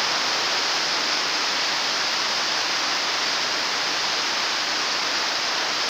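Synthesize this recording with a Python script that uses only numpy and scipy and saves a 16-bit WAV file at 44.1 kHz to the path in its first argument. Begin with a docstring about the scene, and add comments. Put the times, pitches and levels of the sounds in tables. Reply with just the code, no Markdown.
"""An even roar of heavy rain on the sheet-metal roof of a large open carport, heard from below.
Thousands of drops a second strike the panels, and the space under the roof blurs them together.
Fat drops patter just overhead, thin metal pings, and water splashes on the yard.
The shower eases very slightly. A phone with one microphone picks it all up."""
import sys
import numpy as np
from scipy import signal
from scipy.fft import rfft, irfft
from scipy.io import wavfile
from scipy.ndimage import uniform_filter1d

SR = 44100
rng = np.random.default_rng(int(sys.argv[2]) if len(sys.argv) > 2 else 0)


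def master(y):
    """Save y as 16-bit WAV."""
    cut = np.clip(np.atleast_2d(y).T, -1, 1)
    pcm = np.round(cut * 32767)  # scale
    wavfile.write(sys.argv[1], SR, pcm.astype(np.int16))


N = 259736  # length in samples, about 5.9 seconds

# The tone of drops bursting on the wet yard. Each row: frequency in Hz, relative level in dB.
SPLASH_TONE = [(300, -25.5), (1500, -6.5), (3500, -1), (6000, 2), (16000, -7)]
# The bright ring of thin metal. Each row: frequency in Hz, relative level in dB.
PING_TONE = [(3800, -32), (4500, -5), (4850, -1.5), (5200, 0.5), (5500, -14), (6300, -35)]
# The tone of the struck roof. Each row: frequency in Hz, relative level in dB.
ROOF_TONE = [(22, -24.5), (48, -37), (122, -15), (152, -11), (180, -12.5), (245, -8.5), (298, -3),
             (335, -4.5), (480, -4.5), (660, -1.26), (980, 0.93), (1750, -0.16), (2300, -2.5),
             (16000, -7.5)]
# The phone lifts the range near 5 kHz and passes little above. 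Each row: frequency in Hz, gain in dB.
PHONE_RESPONSE = [(3900, 0.5), (4700, 3.5), (5150, 4), (5600, 0.2), (6100, -4), (6650, -7.5), (6850, -11.5),
                  (7950, -24.5), (9400, -27), (9650, -32), (13900, -35), (14650, -19.5), (15500, -21)]

SHOWER_START_DB, EASING_DB_PER_S = -21.5, 0.2152  # one gain for all the rain
PING_EXTRA_FADE_DB_PER_S = 0.1
PHONE_CUTOFF_HZ = 15480


def gain(db):
    """Turn decibels into a number to multiply the sound by."""
    return 10 ** (np.asarray(db) / 20)


def set_level(sound, db):
    """Scale a sound so that its average (rms) level is db."""
    return sound * gain(db) / np.sqrt(np.mean(sound ** 2))


def shape_tone(sound, curve):
    """Turn each frequency up or down, following a table of Hz and dB."""
    curve_hz, curve_db = np.transpose(curve)
    hz = np.maximum(np.fft.rfftfreq(N, 1 / SR), 1)
    db = np.interp(np.log(hz), np.log(curve_hz), curve_db)
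    return irfft(rfft(sound) * gain(db), N)


def split_octaves(sound, count=9):
    """Cut a sound into overlapping octave bands, centred from 60 Hz up, that add up to the whole."""
    hz = np.maximum(np.fft.rfftfreq(N, 1 / SR), 1)
    octave = np.clip(np.log2(hz / 60), 0, count - 1)
    spectrum = rfft(sound)
    return [irfft(spectrum * np.maximum(1 - np.abs(octave - k), 0), N) for k in range(count)]


def waver(per_second):
    """A smooth random wobble that typically strays about 1 from zero."""
    hold = int(SR / per_second)
    steps = np.repeat(rng.standard_normal(N // hold + 2), hold)[rng.integers(hold):]
    ramps = uniform_filter1d(steps, hold)
    return np.sqrt(2) * uniform_filter1d(ramps, hold)[:N]


def drops(per_second, spread_db):
    """One click for each drop, at random moments: many small ones and a few large ones."""
    count = int(per_second * N / SR)
    moment, size, coin_toss = rng.random((count, 3)).T
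    force_db = -spread_db * np.log(1 - .99 * size)
    force = gain(force_db) * np.sign(coin_toss - .5)
    return np.bincount((moment * N).astype(int), force, N)


def ring(hits, fade_s):
    """Each hit wakes many close tones that blend into noise and die away by 60 dB in fade_s seconds."""
    decay = np.exp(-2 * np.log(1000) * np.arange(N) / SR / fade_s)
    energy = irfft(rfft(hits ** 2) * rfft(decay / decay.sum()), N)  # the hits' energies add up
    return np.sqrt(np.abs(energy)) * rng.standard_normal(N)


def yard_splashes():
    """Drops burst on the wet ground beyond the roof: tiny sharp ticks in a haze of farther ones."""
    ticks = drops(per_second=2500, spread_db=1.0)
    haze = gain(-5.5) * ring(ticks, fade_s=0.3)
    return set_level(shape_tone(ticks + haze, SPLASH_TONE), db=-7.5)


def metal_pings(seconds):
    """Hard drops make thin metal ping; as the drops soften, this fades faster than the roar."""
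    pings = ring(drops(per_second=480, spread_db=1.8), fade_s=0.055)
    softening = gain(-PING_EXTRA_FADE_DB_PER_S * seconds)
    return set_level(shape_tone(pings, PING_TONE) * softening, db=-18.0)


def overhead_taps():
    """Fat drops on the nearest panels reach the listener directly, as short separate taps."""
    taps = ring(drops(per_second=220, spread_db=3.0), fade_s=0.022)
    return set_level(shape_tone(taps, ROOF_TONE), db=-14.0)


def roof_roar():
    """The whole roof rings briefly under countless drops; most of the sound arrives as a blurred echo."""
    panels = ring(drops(per_second=12000, spread_db=2.5), fade_s=0.045)
    echo = ring(panels, fade_s=1.0)
    bands = split_octaves(gain(-6) * panels + echo)
    # The mix of drop sizes keeps shifting, so each octave wavers a little on its own.
    roar = sum(band * gain(0.28 * waver(per_second=6)) for band in bands)
    return set_level(shape_tone(roar, ROOF_TONE), db=-0.53)


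def scene():
    """Roof and yard follow one slowly easing shower; left and right carry the same sound."""
    seconds = np.arange(N) / SR
    shower = gain(SHOWER_START_DB - EASING_DB_PER_S * seconds)
    rain = (roof_roar() + overhead_taps() + metal_pings(seconds) + yard_splashes()) * shower
    return np.array([rain, rain])


def record(dry):
    """The phone's microphone changes the tone of the rain and cuts off the highest treble."""
    steep_filter = signal.ellip(N=12, rp=0.1, rs=70, Wn=PHONE_CUTOFF_HZ, fs=SR, output="sos")
    _, treble_cut = signal.sosfreqz(steep_filter, np.fft.rfftfreq(N, 1 / SR), fs=SR)
    picked_up = shape_tone(dry, PHONE_RESPONSE)
    return irfft(rfft(picked_up) * np.abs(treble_cut), N)


dry = scene()
out = record(dry)
master(out)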